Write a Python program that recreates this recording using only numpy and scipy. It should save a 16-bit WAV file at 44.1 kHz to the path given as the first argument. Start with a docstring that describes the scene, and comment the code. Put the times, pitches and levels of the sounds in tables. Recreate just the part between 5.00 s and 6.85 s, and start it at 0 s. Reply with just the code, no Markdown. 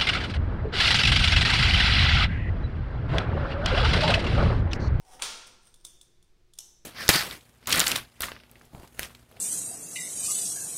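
"""In a garage, a three-armed cylinder hone is drawn out of an engine block. Its stones scrape (grainy noise
plus the bore's hollow tone), catch on the rim, and the spring snaps the arms open (bursts plus ringing metal).
A hand then squeezes them shut: the stone holders rattle (swells of grainy noise), tick on their pivots
and clack together. The ceiling and hard walls answer with a bounce and a fading tail of noise.
Underneath lie a low rumble, soft hiss and mains hum."""
import sys
import numpy as np
from scipy import signal
from scipy.fft import rfft, irfft, next_fast_len
from scipy.io import wavfile
from scipy.ndimage import uniform_filter1d

SR = 44100
rng = np.random.default_rng(int(sys.argv[2]) if len(sys.argv) > 2 else 0)


def int16_out(signal):
    """Quantize to a 16-bit WAV file."""
    q = np.round(np.clip(np.atleast_2d(signal).T, -1, 1) * 32767)
    wavfile.write(sys.argv[1], SR, q.astype(np.int16))


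N = 81585  # length in samples

# Sliding out of the bore. Each row: time in seconds, level in dB before the final trim.
SLIDE_LEVEL = [(0, -67), (.045, -71), (.08, -60.5), (.11, -57), (.14, -51.5), (.165, -60), (.19, -78),
               (.22, -81.5)]
# Colour of stone on iron. Each row: pitch in Hz, relative strength in dB per Hz.
GRIT_COLOUR = [(200, -6.5), (600, 1), (1000, -1), (1400, -4.5), (2400, -7.5), (3500, -2.5), (4300, -13),
               (5400, 0), (7000, -8), (9700, -2), (10800, -15.5), (15500, -17.5)]
# Resonances of the air in the bore. Each row: pitch in Hz, width in Hz, relative strength in dB.
BORE_RESONANCES = [(750.7, 9, 7.5), (866, 95, -4.5), (927, 16, -11.5), (1474, 75, -14.5)]


def scrape(wet_db=-3):
    """Gritty stones slide along the bore and make the air inside it resonate."""
    t = np.arange(N) / SR
    level = amp(np.interp(t, *np.transpose(SLIDE_LEVEL), right=-120))
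    loudest = level.max()

    def bore_response(f):
        response = 0
        for centre, width, db in BORE_RESONANCES:
            damping = 1j * f * width
            response = response + amp(db) * damping / (centre * centre - f * f + damping)
        return response

    air = unit(filtered(rng.standard_normal(N), bore_response))
    # a power below 1: the hollow tone swells less than the grit
    hollow = amp(-7) * loudest * (level / loudest) ** 0.56 * air
    still_sliding = t < SLIDE_LEVEL[-1][0]
    rub = level * grainy(GRIT_COLOUR, grain_db=2.5) + hollow * still_sliding
    return garage(rub, rub, wet_db) * amp(-2.5)


# Stones catch on the rim. Each row: start in seconds, level in dB before the final trim.
RIM_KNOCKS = [(.1948, -45.5), (.199, -43.5), (.207, -49.5), (.2165, -40.5)]
# Colour of a knock. Each row: pitch in Hz, relative strength in dB per Hz.
KNOCK_COLOUR = [(150, -26), (500, -12), (950, 3), (1300, -3), (1650, -12), (2300, -6), (3800, -10),
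                (5000, -17), (9000, -18), (11000, -28), (16000, -34)]
# Ringing of the block. Each row: pitch in Hz, relative level in dB, seconds to fade by 60 dB.
BLOCK_MODES = [(895, -11, 0.3), (1100, -17.5, 0.31), (8990, -10.5, 0.34)]


def rim_knocks():
    """The stones trip over the rim, and each catch sets the block ringing."""
    knocks = strikes(RIM_KNOCKS, KNOCK_COLOUR, BLOCK_MODES,
                     hold_s=0.0013, release_s=.003, ring_db=-2, wet_db=-6)
    return amp(0.5) * knocks


# The arms hit their stop. Each row: start in seconds, level in dB.
ARM_SNAPS = [(.2214, -24), (.2275, -34.5)]
# Colour of a snap. Each row: pitch in Hz, relative strength in dB per Hz.
SNAP_COLOUR = [(100, -27.5), (250, -20.5), (500, -11.5), (900, -9), (1300, -2), (1750, -5.5), (2400, 1.5),
               (3400, 3.5), (4200, 1.5), (5800, 0), (7700, -2), (8700, -4), (9400, 0), (10000, -5.5),
               (10700, -15.5), (12600, -16.5), (16000, -26)]
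# Ringing of the sprung frame. Each row: pitch in Hz, relative level in dB, seconds to fade by 60 dB.
FRAME_MODES = [(514, -33, .45), (902, -27, .3), (1078, -28, .4), (1307, -26, .45), (1378, -27, .5),
               (1723, -30, .4), (2213, -28, .4), (3335, -17, .2), (3470, -19, .18), (4368, -27, .3),
               (4712, -26, .3), (5180, -24, .3), (5625, -24, .28), (9228, -7, .08), (9340, 7, .012)]


def spring_open():
    """The spring throws the arms out against their stop, and the frame rings."""
    return strikes(ARM_SNAPS, SNAP_COLOUR, FRAME_MODES,
                   hold_s=0.0018, release_s=0.0021, ring_db=-7, wet_db=1.5)


# Loose holders jingle. Each row: middle in seconds, half length in seconds, level in dB.
RATTLE_SWELLS = [(.052, 0.0025, -59.5), (0.473, 0.0081, -52), (0.652, 0.03, -64), (0.674, 0.006, -60),
                 (0.81, 0.0097, -67), (0.846, 0.0052, -59), (1.579, 0.0077, -63)]
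# Colour of the jingle. Each row: pitch in Hz, relative strength in dB per Hz.
RATTLE_COLOUR = [(500, -7.5), (2400, -9.5), (3200, -4.5), (4300, -7), (6000, -3.5), (7800, -9.5), (8800, 7),
                 (10200, -16.5), (12000, -17), (13800, -17), (16000, -23)]


def rattles(wet_db=-3):
    """The loose holders slide on their pins in short, soft swells of grainy noise."""
    t = np.arange(N) / SR
    swell = np.zeros(N)
    for middle, half, db in RATTLE_SWELLS:
        swell += amp(db) * np.exp(-((t - middle) / half) ** 2)
    jingle = swell * grainy(RATTLE_COLOUR, grain_db=6)
    return garage(jingle, jingle, wet_db)


# Stone holders knock on their pivots. Each row: start in seconds, level in dB before the final trim.
PIVOT_TICKS = [(.4673, -54), (.7412, -48.5), (.8498, -33), (1.0125, -45), (1.2265, -58), (1.536, -49)]
# Colour of a tick. Each row: pitch in Hz, relative strength in dB per Hz.
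TICK_COLOUR = [(100, -42), (400, -33), (700, -20), (1300, -13), (1900, -21), (3000, -14), (3550, -3),
               (4100, -7), (6000, -1), (8000, -1), (9500, 0), (10500, -4), (12000, -14), (13700, -11),
               (16000, -19)]
# Ringing of a holder. Each row: pitch in Hz, relative level in dB, seconds to fade by 60 dB.
HOLDER_MODES = [(3510, 9, .015), (3580, -30, .2), (5523, -21, .25), (5992, -20, .25), (8840, -12, .17),
                (8950, -13, .28), (9150, -15, .15), (9550, -1, .018), (10440, -15, .14), (10760, -22, .2),
                (13550, -23, .14)]


def pivot_ticks():
    """Loose holders knock on their pivots and ring."""
    ticks = strikes(PIVOT_TICKS, TICK_COLOUR, HOLDER_MODES,
                    hold_s=0.0019, release_s=0.0038, ring_db=-3.5, wet_db=-7.0)
    return amp(-5) * ticks


# The stones close on each other. Each row: start in seconds, level in dB before the final trim.
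STONE_CLACKS = [(1.5873, -27.5)]
# Colour of a clack. Each row: pitch in Hz, relative strength in dB per Hz.
CLACK_COLOUR = [(100, -38), (300, -25), (800, -16), (2000, -22), (2600, -17), (3600, -2), (4600, -11),
                (5500, 2), (7000, 0), (8500, 2), (9200, -10), (10600, -3), (12200, -9), (13000, -17),
                (16000, -20)]
# Ringing of a stone in its shoe. Each row: pitch in Hz, relative level in dB, seconds to fade by 60 dB.
STONE_MODES = [(2900, -29, .3), (3080, -27, .25), (5400, -22, .4), (5534, -22, .36), (5970, -21, .55),
               (6130, -22, .45), (6928, -22, .25), (8380, -5, .025), (8603, -22, .25), (10630, -27, .22),
               (12190, -25, .14)]


def stones_clack():
    """The stones clack shut and ring in their shoes."""
    clacks = strikes(STONE_CLACKS, CLACK_COLOUR, STONE_MODES,
                     hold_s=0.003, release_s=0.00092, ring_db=-1.5, wet_db=-7.5)
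    return amp(-5) * clacks


def strikes(rows, colour, modes, hold_s, release_s, ring_db, wet_db):
    """Each contact is a brief metallic chatter that leaves the part's modes ringing."""
    out = np.zeros(N)
    t = np.arange(SR // 2) / SR
    click = causal(colour)
    # full force while held, then a quick fade
    contact = np.exp(-np.maximum(t - hold_s, 0) / release_s)
    force = np.linalg.norm(contact)
    for start, db in rows:
        chatter = rng.choice([-1, 1], len(t)) * contact
        ring = amp(ring_db) * ringing(modes, t)
        direct = signal.fftconvolve(chatter, click)[:len(t)] + ring
        # the room tail is fed by one click as strong as the whole chatter
        spread = force * np.pad(click, (0, len(t) - len(click))) + ring
        before = round(start * SR)
        direct = np.pad(direct, (before, N))[:N]
        spread = np.pad(spread, (before, N))[:N]
        out += amp(db) * garage(direct, spread, wet_db)
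    return out


def ringing(modes, t):
    """Loose joints make each fading ring waver in pitch."""
    spread_hz_per_khz, changes_per_s = 11, 330
    out = np.zeros(len(t))
    for hz, db, t60 in modes:
        knots = rng.standard_normal(size=1024)
        waver = np.interp(t * changes_per_s, np.arange(len(knots)), knots)
        pitch = hz + spread_hz_per_khz * hz / 1000 * waver
        turns = np.cumsum(pitch) / SR + rng.random()
        out += amp(db - 60 * t / t60) * np.sin(2 * np.pi * turns)
    return out * (1 - np.exp(-t / 0.00021))  # soft start, in seconds


# How long the garage rings. Each row: pitch in Hz, seconds to fade by 60 dB.
ROOM_FADE = [(200, 0.91), (1200, 0.7543), (3500, 0.6948), (6000, 0.7043), (9000, .5), (14000, 0.48)]
# Colour of its tail. Each row: pitch in Hz, relative strength in dB.
ROOM_COLOUR = [(200, 10), (1200, 3), (3000, -2), (6000, 0.5), (9000, -2.5), (14000, 1.5)]


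def garage(x, spread, wet_db):
    """The direct sound x, its bounce off the ceiling, and a diffuse tail fed by what spreads in all directions."""
    build_s, ceiling_s, ceiling_db = 0.0013, .0172, -11.5
    hz, t, z = signal.stft(rng.standard_normal(SR), SR, nperseg=256)
    fade = amp(-60 * t / along(ROOM_FADE, hz)[:, None])
    tail = signal.istft(z * fade, SR, nperseg=256)[1]
    tail *= 1 - np.exp(-np.arange(len(tail)) / SR / build_s)
    wash = signal.fftconvolve(spread, tail / np.linalg.norm(tail))[:N]
    wash = filtered(wash, lambda f: amp(1.5 + wet_db + along(ROOM_COLOUR, f)))
    # turning the phase with pitch delays the bounce
    bounce = filtered(x, lambda f: amp(ceiling_db) * np.exp(-2j * np.pi * f * ceiling_s))
    return x + wash + bounce


# Rumble while the tool is pulled out. Each row: time in seconds, level in dB (the last level stays).
RUMBLE_LEVEL = [(0, -51.5), (.15, -59), (.3, -57.5), (.6, -76)]
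# Colour of the rumble. Each row: pitch in Hz, relative strength in dB per Hz.
RUMBLE_COLOUR = [(15, 5), (35, -2), (70, -22), (200, -32), (1000, -80.5)]


def rumble():
    """Deep noise that follows the pull and then sinks to a faint level."""
    t = np.arange(N) / SR
    return amp(np.interp(t, *np.transpose(RUMBLE_LEVEL))) * noise(RUMBLE_COLOUR)


# Colour of the still air. Each row: pitch in Hz, relative strength in dB per Hz.
AIR_COLOUR = [(15, 12), (35, 1), (70, -7), (100, -12), (170, -11), (250, -19), (315, -16), (355, -8),
              (400, -15), (520, -22), (1000, -27), (2200, -27), (5000, -29), (9000, -37), (15500, -44)]


def still_air():
    """A steady bed of noise, strongest in the bass, with a soft hiss."""
    return amp(-61.5) * noise(AIR_COLOUR)


# Mains hum. Each row: pitch in Hz, level in dB.
HUM_TONES = [(59.5, -78), (119.5, -79)]


def mains_hum():
    """Steady low sine tones."""
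    t = np.arange(N) / SR
    hum = np.zeros(N)
    for hz, db in HUM_TONES:
        # the square root of 2 turns an rms level into a peak
        hum += amp(db) * np.sqrt(2) * np.sin(2 * np.pi * (hz * t + rng.random()))
    return hum


def grainy(spectrum, grain_db):
    """Friction noise of rms 1, broken into millisecond grains."""
    grains = unit(uniform_filter1d(rng.standard_normal(N), size=60))
    return unit(noise(spectrum) * amp(grain_db * grains))


def noise(spectrum):
    """Coloured noise of rms 1."""
    return unit(filtered(rng.standard_normal(N), lambda hz: amp(along(spectrum, hz))))


def causal(spectrum, size=2048):
    """A click of energy 1 with the given colour, its energy packed at the start (minimum phase)."""
    cepstrum = irfft(np.log(amp(along(spectrum, np.fft.rfftfreq(size, 1 / SR)))))
    # fold the backward half onto the forward half
    cepstrum[1:size // 2] *= 2
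    cepstrum[size // 2 + 1:] = 0
    click = irfft(np.exp(rfft(cepstrum)))
    return click / np.linalg.norm(click)


def filtered(x, response):
    """x times a response of frequency."""
    m = next_fast_len(N + SR // 2)
    return irfft(rfft(x, m) * response(np.fft.rfftfreq(m, 1 / SR)), m)[:N]


def along(points, hz):
    """Read (Hz, value) points on a log axis."""
    f, v = np.transpose(points)
    return np.interp(np.log(hz + 1), np.log(f + 1), v)


def amp(db):
    """Turn dB into a plain multiplier."""
    return 10 ** (np.asarray(db) / 20)


def unit(x):
    """Scale x to rms 1."""
    return x / np.sqrt(np.mean(x ** 2) + 1e-20)


def scene():
    """The tool's sounds over the quiet garage, as one channel."""
    tool = scrape() + rim_knocks() + spring_open() + rattles() + pivot_ticks() + stones_clack()
    background = rumble() + still_air() + mains_hum()
    return (tool + background)[None]


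def record(dry):
    """Nothing is kept from 15800 Hz upwards."""
    return filtered(dry[0], lambda hz: hz < 15800)[None]


dry = scene()
out = record(dry)
int16_out(out)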